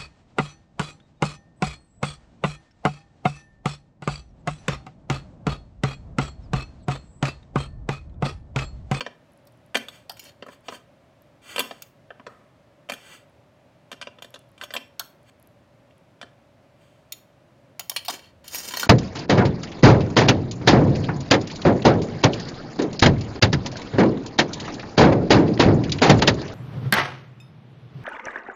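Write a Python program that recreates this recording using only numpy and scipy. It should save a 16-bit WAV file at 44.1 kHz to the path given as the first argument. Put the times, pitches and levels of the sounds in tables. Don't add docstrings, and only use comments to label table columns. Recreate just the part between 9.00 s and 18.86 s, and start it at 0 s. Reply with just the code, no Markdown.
import sys
import numpy as np
from scipy import signal
from scipy.fft import rfft, irfft
from scipy.io import wavfile
from scipy.ndimage import uniform_filter1d

SR = 44100
rng = np.random.default_rng(int(sys.argv[2]) if len(sys.argv) > 2 else 0)


def undo_db(level):
    steps = np.asarray(level, float) / 20
    return 10 ** steps


def unload_audio(sound):
    columns = np.transpose(np.atleast_2d(sound))
    steps = np.round(np.clip(columns, -1, 1) * 32767)
    wavfile.write(sys.argv[1], SR, steps.astype(np.int16))


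N = 434820
RING = int(.45 * SR)

# (time [s],
# nominal clink peak at 1.5-5 kHz [dB], knock under 1.5 kHz [dB re clink],
# edge over 5 kHz [dB re clink], favoured mode [Hz])
PLATE_KNOCKS = [(0.0074, -16, -6, -25.5, 2760), (0.0638, -24, -0.5, -38, 2410),
                (0.7458, -17, -5.5, -15, 2800), (0.7533, -7, -10.5, -21, 2405),
                (0.7687, -17.5, -7, -10.5, 5490), (0.8846, -25.5, -11.5, -13.5, 3360),
                (1.1697, -40.5, -12, -7, 2000), (1.239, -43, -26, -1, 3700), (1.4241, -30, 0, -37, 3070),
                (1.4639, -44.5, 10, -10.5, 2150), (1.485, -47.5, 14, -18, 2100),
                (1.6835, -22.5, -1, -38, 2800), (1.7227, -38.5, 9.5, -15.5, 1580),
                (2.561, -16, -7.5, -14, 3210), (2.581, -15, -5, -15, 2970), (2.5928, -11, -14, -6, 3250),
                (2.603, -14.5, -6, -10, 3100), (2.7102, -27.5, 0, -40, 3050), (3.1041, -31, -1, -57, 2960),
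                (3.1969, -40, 4.5, -51, 2400), (3.266, -34.5, 6.5, -30, 1790),
                (3.8891, -28.5, -6, -18.5, 3010), (3.897, -18.5, -5, -14.5, 2390),
                (3.92, -20, -5, -12.5, 2360), (3.936, -26, -7, -10, 3300), (4.9161, -26.5, -5, -13.5, 3540),
                (4.9273, -27.5, -4, -19, 3350), (5.0138, -24, -10.5, -21, 1680),
                (5.025, -24.5, -9, -23, 2800), (5.0707, -26.5, -3.5, -39, 2400),
                (5.186, -39, -2.5, -30, 3360), (5.222, -27.5, -9, -12, 3580),
                (5.245, -35, -3.5, -12.5, 3470), (5.341, -30.5, -6, -15.5, 3800),
                (5.3579, -36, -3, -23, 3450), (5.5787, -40, -9, -17, 3400),
                (5.613, -22.5, -13, -23.5, 1570), (5.6367, -24.5, -6, -10.5, 3370),
                (5.706, -28, -9.5, -30, 1580), (5.7383, -20.5, -8, -7.5, 3470),
                (5.7507, -29, 3.5, -6.5, 3480), (5.7643, -14.5, -9.5, -26.5, 2890),
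                (6.908, -51, -14, -30, 2800), (7.214, -27.5, -10, -22, 1596), (7.228, -31.5, 0, -24, 3380)]
# (frequency [Hz], level [dB], t60 of the free part [s])
TONG_MODES = [(300, -6, .1), (615, 0, .12), (1000, 0, .07), (1430, -4, .1), (1900, -7, .1), (2320, -3, .05),
              (2750, -5, .07), (3110, 0, .17), (3700, -5, .1), (4345, -1, .15), (4890, -7, .15),
              (5030, -3, .15), (5300, -6, .12), (5590, 0, .1), (5900, -5, .07), (6400, -2, .12),
              (6830, -1, .13), (8230, -3, .09), (8720, -6, .1), (9780, -2, .1), (10850, -5, .1),
              (11320, -4, .1), (11800, -5, .08), (13030, -2, .11), (13550, -4, .1), (14850, -5, .1),
              (15400, -6, .08)]


def band(x, lo_hz, hi_hz):
    return signal.sosfilt(signal.butter(2, [lo_hz, hi_hz], "band", fs=SR, output="sos"), x)


def walk(rate):
    hold = int(SR / rate)
    steps = np.repeat(rng.standard_normal(N // hold + 1), hold)
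    return 0.95 * uniform_filter1d(uniform_filter1d(steps, hold), hold)[:N]


def kitchen():
    # (frequency [Hz], relative density [dB per Hz])
    spectrum = [(24, -50), (40, -19), (124, -2), (209, -9), (269, -8), (479, -16.5), (570, -4), (733, -15),
                (790, -15), (852, -16.5), (1440, -22), (1630, -22.5), (2440, -25.5), (16000, -51)]
    air_rms_db, hum_hz, hum_db = -56.5, 120, -69
    hz, db = np.transpose(spectrum)
    f = np.fft.rfftfreq(N, 1 / SR)
    shape = undo_db(np.interp(np.log(f + 1), np.log(hz), db))
    air = irfft(rfft(rng.standard_normal(N)) * shape, N)
    air = air * undo_db(0.28 * walk(16.0))
    hum = np.sin(2 * np.pi * hum_hz * np.arange(N) / SR) * undo_db(hum_db + 2.0 * walk(3.0))
    return air * undo_db(air_rms_db) / air.std() + hum


def colour(thud_db, knock_db, edge_db, top_db):
    return [knock_db + thud_db, knock_db, 0 * edge_db, edge_db, 1.3 * edge_db + top_db]


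def body(modes, grip_t60, free_db, dense_db, dense_t60, treble_loss):
    edges_hz = [120, 700, 1500, 5000, 9000, 15500]
    t = np.arange(RING) / SR
    hz, db, t60 = np.transpose(modes)[:, :, None]
    fade = 1000 ** (-t / grip_t60) + undo_db(free_db) * 1000 ** (-t / t60)
    clear = undo_db(db) * np.sin(2 * np.pi * hz * t) * fade
    noise = rng.standard_normal(RING)
    dense = []
    for lo, hi in zip(edges_hz, edges_hz[1:]):
        decay = 1000 ** (-t / dense_t60 * (lo / 1500) ** treble_loss)
        even = np.sqrt(SR / 2 / (hi - lo))
        dense.append(band(noise, lo, hi) * decay * undo_db(dense_db) * even)
    group = np.r_[np.digitize(hz[:, 0], edges_hz) - 1, np.arange(len(dense))]
    pitch = np.r_[hz[:, 0], np.ones(len(dense))]
    return np.vstack([clear, dense]), group, pitch


def plate_and_tongs_body():
    # (frequency [Hz], level [dB], t60 of the free part [s])
    modes = [(250, -9, .2), (590, 0, .1), (690, -3, .08), (800, -5, .07), (1000, -1, .07), (1270, -3, .1),
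             (1570, -3, .08), (1770, -4, .06), (2000, -4, .08), (2390, -2, .06), (2800, -2, .06),
             (3115, 0, .08), (3400, -3, .07), (4400, -4, .1), (4650, -7, .09), (5490, -11, .4),
             (6200, -3, .09), (6480, -2, .09), (6800, -1, .1), (7870, -2, .1), (8200, -5, .1),
             (8470, -5, .08), (9800, -3, .1), (10450, -3, .1), (11300, -3, .12), (11900, -5, .08),
             (12950, -2, .1), (14000, -7, .07), (14850, -4, .08)]
    return body(modes, 0.012, -9, 1.5, 0.05, treble_loss=0.056)


def open_tongs_body():
    return body(TONG_MODES, 0.014, -12, 0, 0.069, treble_loss=0.24)


def shut_tongs_body():
    return body(TONG_MODES, 0.025, -16.0, 9.8, 0.06, treble_loss=.5)


def strike(hits, rings, group, hz, thud_db, top_db, favour_db, chatter_ms):
    spot_db, first_touch, crest = 2.5, 3.6, 3.5
    out, t, head = np.zeros(N + 2 * RING), np.arange(1500) / SR, int(.012 * SR)
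    spots = rng.standard_normal((len(hits), len(rings)))
    grit = rng.standard_normal((len(hits), len(t)))
    for (s, db, knock_db, edge_db, main_hz), spot, g in zip(hits, spots, grit):
        favour = favour_db * np.exp(-(np.log(hz / main_hz) / 0.026) ** 2)
        gain = undo_db(spot_db * spot + favour)
        parts = np.array([gain[group == b] @ rings[group == b] for b in np.unique(group)])
        chatter = g * np.abs(g) * np.exp(-1000 * t / max(chatter_ms, .05))
        chatter[0] = first_touch
        parts = signal.fftconvolve(parts, chatter[None], axes=1)
        parts[2] += 0.72 * band(parts[2], main_hz / 1.49, main_hz * 1.25)
        parts = parts / parts[:, :head].std(axis=1, keepdims=True) / crest
        sound = undo_db(db + np.array(colour(thud_db, knock_db, edge_db, top_db))) @ parts
        reach_hz = np.clip(24000 * undo_db(edge_db / 3.0), 2000, .45 * SR)
        sound = signal.sosfilt(signal.butter(3, reach_hz, fs=SR, output="sos"), sound)
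        floor_hz = np.clip(210 * undo_db(-.7 * knock_db), 200, 2800)
        sound = signal.sosfilt(signal.butter(2, floor_hz, "high", fs=SR, output="sos"), sound)
        out[int(s * SR):][:len(sound)] += sound
    return out[:N]


def plate_knocks(plate_and_tongs):
    return strike(PLATE_KNOCKS, *plate_and_tongs, thud_db=1.5, top_db=1.5, favour_db=6.5, chatter_ms=2.6)


def thumps():
    t60_s, base_db, growth = .2, -22, 1.41
    t = np.arange(RING) / SR
    pair = np.sin(2 * np.pi * 232 * t) + np.sin(2 * np.pi * 267 * t)
    note = pair * 1000 ** (-t / t60_s) * np.minimum(t / .006, 1)
    push = np.zeros(N)
    for (s, db, *_), chance in zip(PLATE_KNOCKS, rng.standard_normal(len(PLATE_KNOCKS))):
        push[int(s * SR)] = undo_db(base_db + growth * db) * np.sign(chance)
    return signal.fftconvolve(push, note)[:N]


def room(x):
    level_db, t60_s, top_t60_s = -17, 0.32, 0.26
    t = np.arange(SR // 2) / SR
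    noise = rng.standard_normal(len(t))
    low = band(noise, 150, 2800)
    tail = low * 1000 ** (-t / t60_s) + (noise - low) * 1000 ** (-t / top_t60_s)
    tail = tail * np.minimum(t / 0.051, 1)
    return undo_db(level_db) * signal.fftconvolve(x, tail / np.sqrt(np.sum(tail ** 2)))[:N]


def ticks():
    # (time [s], starting amplitude [dB])
    snaps = [(0.3211, -51), (0.3346, -49), (0.3758, -47), (0.4538, -50), (0.5229, -50), (0.5751, -54.5),
             (0.6626, -48.5), (1.548, -49), (1.6086, -52.5), (2.221, -42), (4.2976, -54), (5.3056, -40),
             (5.392, -38), (5.4906, -53), (5.5172, -50), (5.8801, -53), (6.1028, -46), (6.2312, -52),
             (6.399, -45), (6.4271, -39), (6.4734, -40), (6.981, -49.5)]
    centre_hz, spread = 10600, 0.064
    out, t = np.zeros(N + 200), np.arange(200) / SR
    for (s, db), chance in zip(snaps, rng.standard_normal(len(snaps))):
        hz = centre_hz * np.exp(spread * chance)
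        out[int(s * SR):][:200] += undo_db(db) * np.sin(2 * np.pi * hz * t) * np.exp(-t * hz / 3.4)
    return out[:N]


def tong_clacks(shut_tongs):
    # (time [s], nominal clink peak [dB], knock [dB re clink], edge [dB re clink])
    clacks = [(0.4704, -50.5, -3, 1), (1.0953, -23.5, -4.5, -7.5), (2.821, -33.5, -18, 2.5),
              (5.9949, -18.5, -5.5, -1.5), (8.122, -23.5, -28.5, 0), (8.7948, -23, -7.5, 0.5),
              (8.896, -21, -11.5, 4.5), (9.082, -14.5, -1.5, -8), (9.0954, -26, -6, -32)]
    hits = [(*row, 3900) for row in clacks]
    return strike(hits, *shut_tongs, thud_db=-21.5, top_db=0.0, favour_db=2, chatter_ms=1.6)


def slide(tables, rings, group, hz, thud_db, top_db, rough_db, damp_s, ease_s):
    t = np.arange(N) / SR
    grit = rng.standard_normal(N) * undo_db(rough_db * walk(120) + rough_db * walk(600))
    held = rings * np.exp(-np.arange(RING) / SR / damp_s)
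    held[hz == 1] *= undo_db(-3)
    bands = [signal.fftconvolve(grit, held[group == b].sum(axis=0))[:N] for b in np.unique(group)]
    out = np.zeros(N)
    for table in tables:
        s, db, knock_db, edge_db = np.transpose(table)
        touch = np.interp(t, [s[0] - ease_s, s[0], s[-1], s[-1] + .02], [0, 1, 1, 0])
        for x, rel_db in zip(bands, colour(thud_db, knock_db, edge_db, top_db)):
            out += touch * undo_db(np.interp(t, s, db + rel_db)) * x / x.std()
    return out


def plate_slides(plate_and_tongs):
    # (start [s], fastest [s], stop [s], clink-band rms when fastest [dB], knock [dB re clink])
    moves = [(0.84, 0.958, 1.07, -51.5, -14), (1.49, 1.533, 1.58, -51, -5), (1.663, 1.753, 1.8, -44, -4.5),
             (2.44, 2.509, 2.87, -41.5, -41), (2.602, 2.64, 2.715, -48, 3),
             (3.27, 3.296, 3.56, -67.5, 15.5), (5.618, 5.628, 5.66, -42, 2), (5.722, 5.723, 5.76, -50, -1),
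             (3.947, 4.144, 4.24, -46, -30), (6.269, 6.299, 6.3, -53.5, -21), (7.78, 7.815, 8.34, -65, -31)]
    start_db, stop_db, edge_db = -13.5, -24.5, -9
    paths = []
    for start, fastest, stop, db, knock_db in moves:
        paths.append([(start, db + start_db, knock_db, edge_db),
                      (fastest, db, knock_db, edge_db),
                      (stop, db + stop_db, knock_db, edge_db)])
    return slide(paths, *plate_and_tongs, thud_db=-15.5, top_db=-6.0, rough_db=0, damp_s=0.014, ease_s=.03)


def tong_hits(open_tongs):
    # (time [s], nominal clink peak [dB], knock [dB re clink], edge [dB re clink], favoured mode [Hz])
    hits = [(1.1174, -48, -19, 5, 5600), (1.1947, -32.5, -28, -1.5, 6760), (8.8063, -33.5, -12, -6.5, 3080),
            (8.9164, -30, -2.5, -9.5, 6150), (8.963, -13, -14.5, -10, 4345), (8.966, -16, -14, -12.5, 3110),
            (8.991, -33, -20, -14, 3110), (9.0495, -33, -18, -1.5, 4345), (9.059, -31, -14, -5.5, 4345),
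            (9.4434, -45, -2, -3, 3760), (9.4794, -29.5, -31, -1.5, 4200), (9.5464, -24.5, -8, 2, 2750),
            (9.5543, -24.5, -28, 2.5, 5105), (9.7082, -28.5, -1.5, -11, 3000),
            (9.7378, -19, -2.5, -10, 1837), (9.7494, -26, -3, -21, 3700), (9.7707, -16, -5.5, -5.5, 5340),
            (9.7973, -20.5, -17, -1, 3700), (9.831, -16, 4, -13.5, 3900)]
    return strike(hits, *open_tongs, thud_db=-12, top_db=0.0, favour_db=6.5, chatter_ms=2.4)


def tong_slides(open_tongs):
    # (time [s], clink-band rms [dB], edge [dB re clink])
    drags = [
        [(1.168, -54, -10), (1.215, -62, 1), (1.266, -48, -4), (1.31, -56.5, -11)],
        [(9.1, -31.5, -0.5), (9.15, -45, -2), (9.3, -61.5, -28)],
        [(9.445, -49, -6), (9.53, -50, 10.5), (9.59, -42.5, 9.5), (9.645, -47, 2), (9.685, -42.5, 6),
         (9.765, -42.5, -1), (9.8, -32, 2.5), (9.86, -34.5, -5)],
    ]
    knock_db = -14.5
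    paths = [[(s, db, knock_db, edge_db) for s, db, edge_db in drag] for drag in drags]
    return slide(paths, *open_tongs, thud_db=1.5, top_db=-9, rough_db=3.5, damp_s=0.012, ease_s=.006)


def rumble():
    # (time [s], rms level [dB])
    swell = [(8.8, -89), (9.201, -64), (9.6, -58), (9.86, -68)]
    x = band(band(rng.standard_normal(N), 66, 90), 54, 102)
    return x / x.std() * undo_db(np.interp(np.arange(N) / SR, *np.transpose(swell), left=-200))


def scene():
    plate_and_tongs, open_tongs = plate_and_tongs_body(), open_tongs_body()
    near = plate_knocks(plate_and_tongs) + thumps() + ticks() + tong_clacks(shut_tongs_body())
    near = near + plate_slides(plate_and_tongs) + tong_hits(open_tongs) + tong_slides(open_tongs)
    near = signal.sosfilt(signal.butter(4, 185, "high", fs=SR, output="sos"), near)
    return (near + room(near) + kitchen() + rumble())[None]


def low_pass(x):
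    return signal.sosfilt(signal.butter(12, 16960, fs=SR, output="sos"), x)


def record(dry):
    mix = signal.sosfilt(signal.ellip(8, .3, 60, 16200, fs=SR, output="sos"), dry)
    return low_pass(mix)


dry = scene()
out = record(dry)
unload_audio(out)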